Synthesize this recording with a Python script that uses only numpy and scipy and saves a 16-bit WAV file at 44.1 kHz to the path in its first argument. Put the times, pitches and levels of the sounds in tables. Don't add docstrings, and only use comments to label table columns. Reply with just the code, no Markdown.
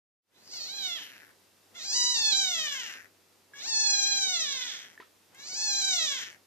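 import sys
import numpy as np
from scipy import signal
from scipy.fft import rfft, irfft, next_fast_len
from scipy.io import wavfile
from scipy.ndimage import uniform_filter1d

SR = 44100
rng = np.random.default_rng(int(sys.argv[2]) if len(sys.argv) > 2 else 0)


def put_to_file(sound):
    columns = np.atleast_2d(sound).T
    safe = np.clip(columns, -1, 1)
    whole_steps = np.round(safe * 32767)
    wavfile.write(sys.argv[1], SR, whole_steps.astype(np.int16))


N = 284886
TIME_S = np.arange(N) / SR
BINS_HZ = np.fft.rfftfreq(N, 1 / SR)
FULL_EFFORT_DB = -28

# time_s, pitch_hz
PITCH_CURVES = [
    [(0.31, 514.3), (0.464, 495.6), (0.534, 743), (0.618, 612.4), (0.652, 624.7), (0.7, 774.5),
     (0.778, 823.3), (0.868, 736.7), (0.972, 645.5), (1.04, 360), (1.32, 34.96)],
    [(1.73, 574), (1.766, 717), (1.821, 609), (1.858, 815), (1.919, 819), (1.955, 981), (2.136, 980),
     (2.169, 906), (2.25, 876), (2.308, 861.6), (2.34, 769), (2.374, 809), (2.5, 730), (2.6, 638.3),
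     (2.738, 560), (2.8, 509.7), (2.93, 345), (3.06, 72.2)],
    [(3.52, 545), (3.605, 560), (3.677, 921), (3.76, 864), (3.81, 873), (3.902, 839), (4.01, 805.3),
     (4.11, 820), (4.206, 788.6), (4.328, 727.5), (4.484, 576.7), (4.678, 460), (4.8, 265.7), (4.97, 112.3)],
    [(5.34, 526), (5.435, 575), (5.472, 627), (5.498, 734), (5.54, 771), (5.583, 860), (5.604, 818),
     (5.625, 886.6), (5.744, 802.3), (5.8, 823), (5.82, 782.4), (5.882, 784), (5.996, 672.3), (6.085, 586),
     (6.17, 518.2), (6.26, 238.6), (6.37, 59.6)],
]
# time_s, effort_db
EFFORT_CURVES = [
    [(0.312, -82), (0.357, -67), (0.402, -69), (0.496, -56), (0.536, -41), (0.736, -43), (0.851, -36),
     (0.965, -41), (1.145, -62), (1.32, -70)],
    [(1.739, -65), (1.759, -51), (1.958, -27), (2.023, -26), (2.133, -30), (2.357, -28), (2.382, -30),
     (2.417, -26), (2.442, -30), (2.731, -38), (2.896, -46), (3.076, -66)],
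    [(3.529, -68), (3.554, -56), (3.674, -35), (3.759, -28), (3.884, -28), (3.899, -27), (4.283, -30),
     (4.647, -38), (4.752, -42), (4.901, -61), (4.966, -65)],
    [(5.34, -67), (5.37, -64), (5.4, -53), (5.575, -36), (5.68, -31), (5.859, -31), (5.884, -28),
     (5.974, -31), (6.104, -33), (6.223, -42), (6.368, -65)],
]
# wide_open_hz, shut_hz, low_trim_db, main_trim_db, upper_trim_db, sheen_trim_db
MOUTH_SHAPES = [(4870, 2100, -3, 2, -4, 4), (4710, 2506, 0, 0.5, -1, 2), (4360, 3230, 0.5, -1.5, -1, -5),
                (4720, 2940, 2, 0, 0, 1)]
# full_effort_db, db_per_effort_db, db_per_opening
FORMANT_GAINS = [(-42, 0.64, -26.5), (-28, 0.98, -10.5), (-27, 0.93, 4.5), (-60.5, 0.6, -19.5)]
# frequency_hz, gain_db
VOICE_COLOUR = [(400, 18), (800, 1.5), (1150, 5), (1700, 4.5), (2300, -1.5), (2800, -3.5), (3300, -0.5),
                (3900, 2), (4900, -0.5), (6000, 0), (7000, -5), (8000, -6.5), (9500, 7.5), (11500, 5.5)]
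# frequency_hz, left_minus_right_db
PORT_BALANCE = [(700, 0), (1100, 0), (1800, 8), (2450, 0), (2800, 7), (3500, -12), (4200, -5), (4900, -3),
                (5600, 7.5), (6400, 3), (7200, 0.5), (10000, 1), (12500, 6)]
# frequency_hz, left_lead_rad
PORT_PHASE_LEAD = [(100, -4.5), (1000, 1.2), (1900, 1.5), (2450, 1.8), (3000, 1.5), (3700, 4), (4300, 4.5),
                   (5200, 5), (6500, 5), (7500, 5.5), (10000, 7), (14000, 12)]
ARRIVAL_LEADS = [-20, -13.5, -33, -12]
# start_s, level_db, ring_hz, t60_s
MOUTH_SMACKS = [(3.536, -43, 1673, .08), (3.661, -42, 1100, 0.014), (4.977, -38, 1770, 0.026),
                (5.001, -36, 1890, 0.018), (5.004, -43, 1000, 0.042), (4.9988, -40.5, 392, 0.024),
                (5.024, -48, 1310, 0.068)]
# start_s, level_db, centre_hz, t60_s
CONCRETE_SCUFFS = [(1.256, -65, 1690, .013), (1.3, -55, 1578, 0.014), (5.0023, -50, 2510, 0.22),
                   (5.3482, -41, 6700, 0.0039), (6.3185, -53, 5500, 0.09)]
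# frequency_hz, t60_s
YARD_DECAY = [(300, .22), (2000, .15), (5000, .15), (12000, .12)]
# frequency_hz, relative_density_db
RUSH_SPECTRUM = [(30, -19), (55, -15), (90, -7), (160, -3), (240, 1), (400, -1), (700, -2), (1200, -6),
                 (2500, -12), (8000, -30)]
# frequency_hz, level_db
HUM_TONES = [(97.5, -81.5), (195, -90), (343, -88), (390, -84), (487, -88), (2675, -86)]
# frequency_hz, relative_density_db
AIR_SPECTRUM = [(25, -15), (55, -17), (85, -9), (130, -8), (200, 0), (450, 0), (700, -3), (1500, -6),
                (3000, -8), (5000, -7), (8000, -11), (14500, -13)]


def mew(pitch, effort, mouth, parted_hz=3130, half_open_hz=4000, opening_s=0.15, flutter_db=1.72):
    start_s, end_s = effort[0][0], effort[-1][0]
    wide_open_hz, shut_hz, *trims_db = mouth
    t = np.arange(start_s, end_s, 1 / SR)
    pitch_hz, effort_db = curve_at(pitch, t), curve_at(effort, t)
    main_hz = np.interp(t, [start_s, start_s + opening_s, end_s], [parted_hz, wide_open_hz, shut_hz])
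    opening = main_hz / half_open_hz
    levels_db = [db + trim_db + by_effort * (effort_db - FULL_EFFORT_DB) + by_opening * (opening - 1)
                 for (db, by_effort, by_opening), trim_db in zip(FORMANT_GAINS, trims_db)]
    pulses = vocal_folds(pitch_hz, fold_roughness(pitch_hz, effort_db))
    voice = sum(gain_of(db + flutter_db * drift(len(t), 43)) * formant / running_rms(formant, size=600)
                for formant, db in zip(throat_formants(pulses, main_hz, opening), levels_db))
    voice += gain_of(levels_db[0] + 4) * fundamental(pulses, pitch_hz)
    release_db = np.interp(t, [end_s - 0.11, end_s], [0, -6])
    return start_s, voice * gain_of(release_db) * signal.windows.tukey(len(t), .02)


def vocal_folds(pitch_hz, roughness):
    count = len(pitch_hz)
    quavering_hz = pitch_hz * (1 + (.001 + .025 * roughness) * drift(count, 24))
    waver = (.0042 + .025 * roughness) * drift(count, 70)
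    jitter = (.001 + .17 * roughness ** 2) * drift(count, 260)
    cycles = np.cumsum(quavering_hz * np.maximum(1 + waver + jitter, .1)) / SR
    closures = np.interp(np.arange(1, int(cycles[-1])), cycles, np.arange(count))
    shimmer = gain_of(5 * roughness[closures.astype(int)] * rng.standard_normal(len(closures)))
    nearby = closures.astype(int)[:, None] + np.arange(-8, 9)
    offset = nearby - closures[:, None]
    shapes = np.sinc(offset) * np.cos(np.pi * offset / 18) ** 2
    pulses = np.zeros(count)
    np.add.at(pulses, np.clip(nearby, 0, count - 1), shimmer[:, None] * shapes)
    puffs = (1.2 + np.exp(-(cycles % 1) / .3)) * rng.standard_normal(count)
    return pulses * np.sqrt(SR / quavering_hz) + .6 * roughness ** .7 * unit_rms(puffs)


def fold_roughness(pitch_hz, effort_db, break_hz=440, break_span_hz=105, fast_hz_per_s=2500):
    slack = 1 / (1 + np.exp((pitch_hz - break_hz) / break_span_hz))
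    slide_hz_per_s = abs(np.gradient(pitch_hz)) * SR
    sliding = uniform_filter1d(np.minimum(slide_hz_per_s / fast_hz_per_s, 1) ** 2, size=1300)
    weak = np.clip((FULL_EFFORT_DB - effort_db) / 12, 0, 1)
    return .54 * slack + (.05 + .13 * sliding) * (1 - slack) + .1 * weak


def throat_formants(pulses, main_hz, opening):
    low = bandpass(resonate(pulses, 2250 * opening ** 0.48, width_hz=600), 1370, 3010)
    main = bandpass(resonate(pulses, main_hz, width_hz=380), 2420, 5840)
    upper = bandpass(resonate(pulses, 6600, width_hz=1700), 4954, 7630, order=4)
    sheen_hz = 13000 * np.minimum(opening, 1) ** .25
    sheen = bandpass(resonate(pulses, sheen_hz, width_hz=1800), 10800, 14300)
    return low, main, upper, sheen


def fundamental(pulses, pitch_hz):
    efficiency = np.clip(pitch_hz / 850, 0, 1) ** 1.5
    return efficiency * bandpass(pulses / running_rms(pulses, size=600), 680, 1100)


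def smacks(rise_s=0.00014):
    track, t = np.zeros(N), np.arange(SR // 8) / SR
    attack = 1 - np.exp(-t / rise_s)
    for start_s, level_db, ring_hz, t60_s in MOUTH_SMACKS:
        envelope = attack * gain_of(level_db - 60 * t / t60_s)
        add_at(track, start_s, envelope * np.sin(2 * np.pi * ring_hz * t))
    return bandpass(track, 200, 6000, order=2)


def scuffs():
    track, t = np.zeros(N), np.arange(SR // 6) / SR
    for start_s, level_db, centre_hz, t60_s in CONCRETE_SCUFFS:
        grit = unit_rms(bandpass(rng.standard_normal(len(t)), centre_hz / 1.6, centre_hz * 1.6, order=2))
        add_at(track, start_s, .5 * grit * gain_of(level_db - 60 * t / t60_s))
    return track


def microphone_ports(call, lead_us, sway_db=2):
    phase_rad = spectrum_at(PORT_PHASE_LEAD, BINS_HZ) + 2 * np.pi * BINS_HZ * lead_us * 1e-6
    left = gain_of(spectrum_at(PORT_BALANCE, BINS_HZ) / 2) * np.exp(.5j * phase_rad)
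    pair = np.array([left, 1 / left])
    pair /= np.sqrt(np.mean(abs(pair) ** 2, axis=0))
    sway = gain_of(sway_db / 2 * drift(N, 22) * np.array([[1], [-1]]))
    return irfft(rfft(call) * pair, N) * sway


def yard_echo(sound, onset_s=0.01, density=.06):
    count = SR // 2
    reflections = rng.standard_normal((2, count)) * (rng.random((2, count)) < density)
    hz, t, spectra = signal.stft(reflections * (TIME_S[:count] > onset_s), SR, nperseg=256)
    decay = gain_of(-60 * t / spectrum_at(YARD_DECAY, hz)[:, None])
    _, tail = signal.istft(spectra * decay, SR, nperseg=256)
    tail /= np.linalg.norm(tail, axis=1, keepdims=True)
    return signal.fftconvolve(sound[None], tail, axes=1)[:, :N]


def rush(voice, level_db=-56.5, flicker_db=2):
    envelope = running_rms(voice, size=2000)
    swell = (envelope / envelope.max()) ** .3 * stereo_noise(RUSH_SPECTRUM, coherence=.4)
    return gain_of(level_db + flicker_db * drift(N, 31.4)) * swell


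def hum():
    return sum(gain_of(db + drift(N, 3)) * np.sqrt(2) * np.sin(2 * np.pi * hz * TIME_S + .5 * drift(N, 4))
               for hz, db in HUM_TONES)


def outdoor_air(level_db=-63.3):
    return gain_of(level_db + .5 * drift(N, 3.5)) * stereo_noise(AIR_SPECTRUM, coherence=0.43)


def stereo_noise(spectrum, coherence):
    white = rng.standard_normal((3, N))
    pair = np.sqrt(coherence) * white[2] + np.sqrt(1 - coherence) * white[:2]
    return unit_rms(irfft(rfft(pair) * gain_of(spectrum_at(spectrum, BINS_HZ)), N))


def resonate(x, centre_hz, width_hz):
    carrier = np.exp(2j * np.pi * np.cumsum(centre_hz * np.ones(len(x))) / SR)
    pole = np.exp(-np.pi * width_hz / SR)
    return 2 * (carrier * signal.lfilter([1 - pole], [1, -pole], x / carrier + 1e-18)).real


def drift(count, rate_hz):
    padded = next_fast_len(count)
    hz = np.fft.rfftfreq(padded, 1 / SR)
    spectrum = rfft(rng.standard_normal(padded)) / (1 + (hz / rate_hz) ** 4)
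    return unit_rms(irfft(spectrum, padded))[:count]


def bandpass(x, low_hz, high_hz, order=3):
    return signal.sosfilt(signal.butter(order, [low_hz, high_hz], "band", fs=SR, output="sos"), x)


def gain_of(db):
    return 10 ** (np.asarray(db) / 20)


def unit_rms(x):
    return x / np.sqrt(np.mean(x ** 2) + 1e-20)


def running_rms(x, size):
    return np.sqrt(abs(uniform_filter1d(uniform_filter1d(x ** 2, size), size)) + 1e-16)


def spectrum_at(table, hz):
    table_hz, values = np.transpose(table)
    return np.interp(np.log(hz + 1), np.log(table_hz + 1), values)


def curve_at(table, t):
    return np.interp(t, *np.transpose(table))


def add_at(track, start_s, sound):
    part = track[round(start_s * SR):][:len(sound)]
    part += sound[:len(part)]


def scene(voice_trim_db=-1, voice_echo_db=-9, small_echo_db=-9):
    voice, direct = np.zeros(N), np.zeros((2, N))
    colour = gain_of(voice_trim_db + spectrum_at(VOICE_COLOUR, BINS_HZ))
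    for pitch, effort, mouth, lead_us in zip(PITCH_CURVES, EFFORT_CURVES, MOUTH_SHAPES, ARRIVAL_LEADS):
        call = np.zeros(N)
        add_at(call, *mew(pitch, effort, mouth))
        call = irfft(rfft(call) * colour, N)
        voice += call
        direct += microphone_ports(call, lead_us)
    small_sounds = smacks() + scuffs()
    echo = yard_echo(gain_of(voice_echo_db) * voice + gain_of(small_echo_db) * small_sounds)
    return direct + small_sounds + echo + rush(voice) + hum() + outdoor_air()


def record(dry, silent_until_s=0.2, full_at_s=0.42, cutoff_hz=14600):
    fade = np.clip((TIME_S - silent_until_s) / (full_at_s - silent_until_s), 0, 1) ** 2
    lowpass = signal.firwin(511, cutoff_hz, window=("kaiser", 9), fs=SR)
    return signal.oaconvolve(dry * fade, lowpass[None], "same")


dry = scene()
out = record(dry)
put_to_file(out)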